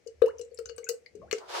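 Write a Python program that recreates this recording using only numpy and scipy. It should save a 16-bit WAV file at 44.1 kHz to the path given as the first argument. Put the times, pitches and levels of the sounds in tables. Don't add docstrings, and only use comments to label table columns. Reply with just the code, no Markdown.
import sys
import numpy as np
from scipy import signal
from scipy.fft import rfft, irfft
from scipy.io import wavfile
from scipy.ndimage import uniform_filter1d

SR = 44100
rng = np.random.default_rng(int(sys.argv[2]) if len(sys.argv) > 2 else 0)


def pcm_store(signal):
    levels = np.round(np.clip(np.atleast_2d(signal), -1, 1) * 32767)
    wavfile.write(sys.argv[1], SR, levels.astype(np.int16).T)


N = 70560

# t/s, level/dB, f/Hz, t60/s
PLOPS = [(0.0626, -21.5, 461, 0.052), (.219, 6, 469.2, 0.041), (0.3937, -20.5, 468, 0.076),
         (.4102, -27.5, 476.7, 0.083), (.455, -38, 472, 0.11), (0.5151, -29.5, 475, 0.06),
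         (0.5868, -19.5, 462.4, 0.072), (0.656, -30.5, 465, 0.047), (0.6924, -27, 466.8, 0.1),
         (0.7803, -26, 473, 0.086), (0.8255, -30.5, 455, 0.07), (0.8888, -17, 464, 0.091),
         (0.9016, -22, 487, 0.099), (1.1491, -25.5, 420, 0.057), (1.326, -7.5, 431.5, 0.039)]
# t/s, low level/dB, middle level/dB, top level/dB
SPLATS = [(0.072, -59.5, -31.5, -53), (0.2179, -20.5, -43, -42.5), (0.259, -38, -39, -40),
          (0.28, -44, -46.5, -49.5), (0.3918, -48.5, -36.5, -45.5), (0.412, -58.5, -25, -58),
          (0.5878, -43.5, -35.5, -38.5), (.656, -53, -30, -58), (0.694, -41.5, -31, -93),
          (0.78, -34.5, -32.5, -42), (.889, -30, -26.5, -17), (1.152, -70, -40, -62.5),
          (1.3117, -31, -26, -54.5), (1.3279, -22.5, -30, -42), (1.382, -35, -35, -54)]
SPLAT_BANDS = [1537, 6800, 11800]
# f/Hz, level/dB
JUG_COLOUR = [(100, -27.5), (400, 8), (800, -4.5), (1400, 5), (2200, -1.5), (2850, 5), (3250, -10.5),
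              (3650, -12), (4400, -1), (6500, -3.5), (8200, -2.5), (9800, -8), (12000, -11.5), (15500, -9)]
# t/s, level/dB, f/Hz, t60/s
BUBBLES = [(0.0636, -59, 7020, .01), (0.2208, -41.5, 3770, .0059), (0.3835, -46, 5790, 0.0058),
           (.449, -58, 6920, 0.0036), (.514, -65, 4430, 0.081), (0.5439, -54, 9090, 0.0097),
           (.545, -47.5, 7280, 0.019), (0.5744, -47.5, 5620, 0.0068), (0.578, -51, 4500, 0.0075),
           (0.588, -48.5, 1352, 0.043), (0.6578, -38, 6300, 0.0059), (0.656, -46, 1440, 0.018),
           (0.6891, -43, 4490, 0.015), (0.7634, -47, 7860, .009), (0.83, -48.5, 2147, 0.18),
           (0.8429, -37, 6780, 0.01), (0.865, -40.5, 1455, 0.068), (0.865, -48.5, 2530, 0.05),
           (0.8889, -28, 6290, 0.005), (0.891, -29, 5106, 0.0017), (1.0608, -43.5, 2050, 0.021),
           (1.0606, -49, 4610, 0.0052), (1.148, -45.5, 344, 0.16), (1.215, -48, 1053, 0.086),
           (1.3116, -29.5, 2290, 0.0022), (1.312, -35, 4330, 0.0031), (1.3268, -33, 2124, 0.011),
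           (1.3277, -28, 6440, 0.00083)]
# f/Hz, level/dB, width/Hz
STEEL_NOTES = [(1490, -6.5, 110), (2879, 8, 98), (4220, -0.5, 440), (4880, -7, 310), (5980, -14, 590),
               (8005, -0.5, 300)]
# t/s, length/s, level/dB, first f/Hz, last f/Hz
GURGLES = [(.268, .044, -35, 800, 2350), (1.212, .056, -40, 540, 920), (1.272, .036, -54, 1250, 2700)]
# t/s, level/dB
BURBLE_LEVELS = [(1.11, -79), (1.147, -57.5), (1.157, -52.5), (1.201, -48.5), (1.237, -53.5),
                 (1.269, -61.5), (1.321, -62)]
# f/Hz, level/dB
BURBLE_COLOUR = [(90, -14.5), (200, 9.5), (280, -6), (360, 2), (500, 9), (640, -36.5), (1200, -76.5)]
# t/s, body level/dB, treble level/dB
RUSH_LEVELS = [(1.342, -76.5, -54), (1.39, -60, -55.5), (1.425, -47.5, -67), (1.477, -55, -62),
               (1.495, -44.5, -47), (1.531, -42, -43), (1.549, -31.5, -38), (1.6, -37, -37.5)]
# f/Hz, level/dB
RUSH_BODY = [(100, -36), (260, -37), (350, -2), (700, -0.5), (1150, 0), (1600, -8.5), (3000, -41)]
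RUSH_TREBLE = [(700, -31.5), (1500, 1), (3000, 1.5), (5000, 1), (7000, -7.5), (10000, -15), (15000, -27),
               (16500, -37)]
# delay/s, level/dB
ECHOES_LEFT = [(.0193, -5.8), (.0351, -14.3), (.0574, -27.9), (.0682, -22.3), (.1192, -33.3), (.1364, -37)]
ECHOES_RIGHT = [(.0094, -16.6), (.0193, -11.5), (.0351, -15.7), (.0505, -15), (.0743, -23), (.1118, -35.3),
                (.1319, -33.6)]
# f/Hz, t60/s
KITCHEN_DECAY = [(100, 0.17), (460, 0.43), (1500, 0.23), (5000, 0.14), (9000, 0.21), (16000, 0.13)]
# f/Hz, level/dB
AIR_COLOUR = [(20, -20), (70, -6), (120, -6), (250, -9), (500, 0), (1000, -22), (2200, -12), (3400, -23.5),
              (6000, -19), (10000, -33), (16000, -45.5)]
HUM_COLOUR = [(20, -20.5), (50, -17), (73, 19.5), (95, 8.5), (150, -12.5), (300, -55.5)]
# t/s, level/dB
HUM_LEVELS = [(0, -83.5), (.16, -63), (.42, -63.5), (.53, -76), (.68, -58.5), (.9, -82.5), (1.101, -77),
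              (1.241, -54.5), (1.38, -80), (1.6, -75)]

PLOP_RISE_S, THUMP_S, THUMP_DB = 0.0037, 0.00058, -31.5
CAVITY_HZ, CAVITY_WIDTH_HZ = 479, 175
SPLAT_RISE_S, SPLAT_T60_S = 0.0005, 0.011
BUBBLE_RISE_PER_S, BUBBLE_GLIDE_S, BUBBLE_WOBBLE = 5, 0.006, 0.025
BUBBLE_ATTACK_CYCLES, BUBBLE_ATTACK_MAX_S = 3.4, 0.0024
BUBBLE_ROUGH, BUBBLE_ROUGH_CYCLES = 0.4, 7
TICK_SAMPLES, TICK_ENERGY_S = 4096, 0.005
JUG_T60_S, STEEL_T60_S, STEEL_DB = 0.033, 0.14, -12.5
GURGLE_BEND, GURGLE_WOBBLE, GURGLE_ROUGH = 1.4, 0.025, 0.1
GURGLE_GAIN_DB, GURGLE_FADE_DB = 2, -13
AIR_DB, TREBLE_LIMIT_HZ = -66, 16300


def plops():
    notes, thumps = np.zeros((2, N))
    t = np.arange(SR // 4) / SR
    for start, db, hz, t60 in PLOPS:
        envelope = (1 - np.exp(-t / PLOP_RISE_S)) * amp(db - 60 * t / t60)
        add(notes, start, envelope * np.sin(2 * np.pi * hz * t))
        add(thumps, start, amp(db + THUMP_DB) * (t / THUMP_S) ** 2 * np.exp(-t / THUMP_S))
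    notes = signal.lfilter(*signal.iirpeak(CAVITY_HZ, CAVITY_HZ / CAVITY_WIDTH_HZ, SR), notes)
    return pan(notes + thumps, right_db=-13.5) + room(notes, echo_db=0, tail_db=-21)


def splats():
    out = np.zeros((2, N))
    t = np.arange(TICK_SAMPLES) / SR
    hz = abs(np.fft.fftfreq(TICK_SAMPLES, 1 / SR))
    envelope = (1 - np.exp(-t / SPLAT_RISE_S)) ** 2 * amp(-60 * t / SPLAT_T60_S)
    for start, *bands_db in SPLATS:
        gain = amp(value_at(list(zip(SPLAT_BANDS, bands_db)), hz) + value_at(JUG_COLOUR, hz))
        colour = np.fft.ifft(np.exp(np.conj(signal.hilbert(np.log(gain))))).real
        burst = in_jug(rng.standard_normal(TICK_SAMPLES) * envelope, direct=0.42)
        add(out, start, signal.fftconvolve(burst, colour[None], axes=1))
    return out


def bubbles():
    out = np.zeros((2, N))
    t = np.arange(TICK_SAMPLES) / SR
    glide = 1 + BUBBLE_RISE_PER_S * np.minimum(t, BUBBLE_GLIDE_S)
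    for start, db, hz, t60 in BUBBLES:
        cycles = np.cumsum(hz * (glide + BUBBLE_WOBBLE * wobble(TICK_SAMPLES))) / SR
        attack_s = min(BUBBLE_ATTACK_CYCLES / hz, BUBBLE_ATTACK_MAX_S)
        envelope = (1 - np.exp(-(t / attack_s) ** 2)) ** 2 * amp(-60 * t / t60)
        roughness = 1 + BUBBLE_ROUGH * wobble(TICK_SAMPLES, BUBBLE_ROUGH_CYCLES * SR / hz)
        note = envelope * roughness * np.sin(2 * np.pi * cycles)
        add(out, start, amp(db) * in_jug(note, direct=1.3))
    return out


def ticks():
    wet = splats() + bubbles()
    ringing = wet + steel_ring(wet)
    reflected = room(ringing[0], echo_db=-27.5, tail_db=-12.5)
    return pan(ringing, right_db=-11.5) + pan(reflected, right_db=0.5)


def in_jug(x, direct):
    t = np.arange(len(x)) / SR
    walls = unit_energy(rng.standard_normal((2, len(x))) * amp(-60 * t / JUG_T60_S))
    walls[:, 0] += direct
    scattered = signal.fftconvolve(x[None], walls, axes=1)[:, :len(x)]
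    return unit_energy(scattered) * np.sqrt(TICK_ENERGY_S * SR)


def steel_ring(x):
    t = np.arange(SR // 4) / SR
    hiss = rng.standard_normal((2, len(t)))
    ring = 0
    for hz, db, width in STEEL_NOTES:
        peak = signal.iirpeak(hz, hz / width, SR)
        ring += amp(db) * signal.lfilter(*peak, signal.lfilter(*peak, hiss))
    ring = unit_energy(ring * amp(-60 * t / STEEL_T60_S))
    return amp(STEEL_DB) * signal.fftconvolve(x, ring, axes=1)[:, :N]


def gurgles():
    out = noise(BURBLE_COLOUR)[0] * loudness(*np.transpose(BURBLE_LEVELS), left=-120, right=-120)
    for start, length, db, first_hz, last_hz in GURGLES:
        progress = np.arange(0, length, 1 / SR) / length
        hz = first_hz * (last_hz / first_hz) ** (progress ** GURGLE_BEND)
        cycles = np.cumsum(hz * (1 + GURGLE_WOBBLE * wobble(len(hz)))) / SR
        flutter = 1 + GURGLE_ROUGH * wobble(len(hz))
        swell = amp(db + GURGLE_GAIN_DB) * np.minimum(progress / 0.37, 1)
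        fade = np.sqrt(1 - progress) * amp(GURGLE_FADE_DB * progress)
        add(out, start, flutter * swell * fade * np.sin(2 * np.pi * cycles))
    return pan(out, right_db=-6) + room(out, echo_db=-15.5, tail_db=-9.5)


def rush():
    times, body_db, treble_db = np.transpose(RUSH_LEVELS)
    body = loudness(times, body_db, left=-120) * noise(RUSH_BODY, likeness=0.065)
    treble = loudness(times, treble_db, left=-120) * noise(RUSH_TREBLE, likeness=0.063)
    return body + treble


def room(x, echo_db, tail_db):
    echoes = np.zeros((2, N))
    for ear, reflections in zip(echoes, (ECHOES_LEFT, ECHOES_RIGHT)):
        for delay, db in reflections:
            add(ear, delay, amp(db) * x)
    hz, t, bands = signal.stft(rng.standard_normal((2, SR // 2)), SR, nperseg=256)
    envelope = amp(-60 * t / value_at(KITCHEN_DECAY, hz)[:, None]) * np.minimum(t / 0.0022, 1)
    response = signal.istft(bands * envelope, SR, nperseg=256)[1]
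    tail = signal.fftconvolve(x[None], response / np.linalg.norm(response[0]), axes=1)[:, :N]
    return amp(echo_db) * echoes + amp(tail_db) * tail


def background():
    air = amp(AIR_DB) * noise(AIR_COLOUR, likeness=0.1)
    hum = loudness(*np.transpose(HUM_LEVELS)) * noise(HUM_COLOUR, likeness=0.84)
    return pan(air, right_db=-4.5) + hum


def noise(colour, likeness=0):
    left, other = rng.standard_normal((2, N))
    right = likeness * left + np.sqrt(1 - likeness ** 2) * other
    gain = amp(value_at(colour, np.fft.rfftfreq(N, 1 / SR)))
    return unit_level(irfft(rfft([left, right]) * gain, N))


def wobble(size, span=150):
    return unit_level(uniform_filter1d(rng.standard_normal(size), size=max(round(span), 1)))


def amp(db):
    return 10 ** (np.asarray(db) / 20)


def pan(x, right_db):
    return x * amp([[0], [right_db]])


def loudness(times, db, left=None, right=None):
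    return amp(np.interp(np.arange(N) / SR, times, db, left=left, right=right))


def value_at(points, hz):
    f, value = np.transpose(points)
    return np.interp(np.log(hz + 1), np.log(f), value)


def unit_level(x):
    return x / np.sqrt(np.mean(x ** 2) + 1e-20)


def unit_energy(x):
    return x / np.linalg.norm(x, axis=1, keepdims=True)


def add(mix, start_s, sound):
    part = mix[..., max(round(start_s * SR), 0):][..., :sound.shape[-1]]
    part += sound[..., :part.shape[-1]]


def scene():
    return plops() + ticks() + gurgles() + rush() + background()


def record(dry):
    lowpass = signal.firwin(255, TREBLE_LIMIT_HZ, window=("kaiser", 9), fs=SR)
    return signal.oaconvolve(dry, lowpass[None], "same")


dry = scene()
out = record(dry)
pcm_store(out)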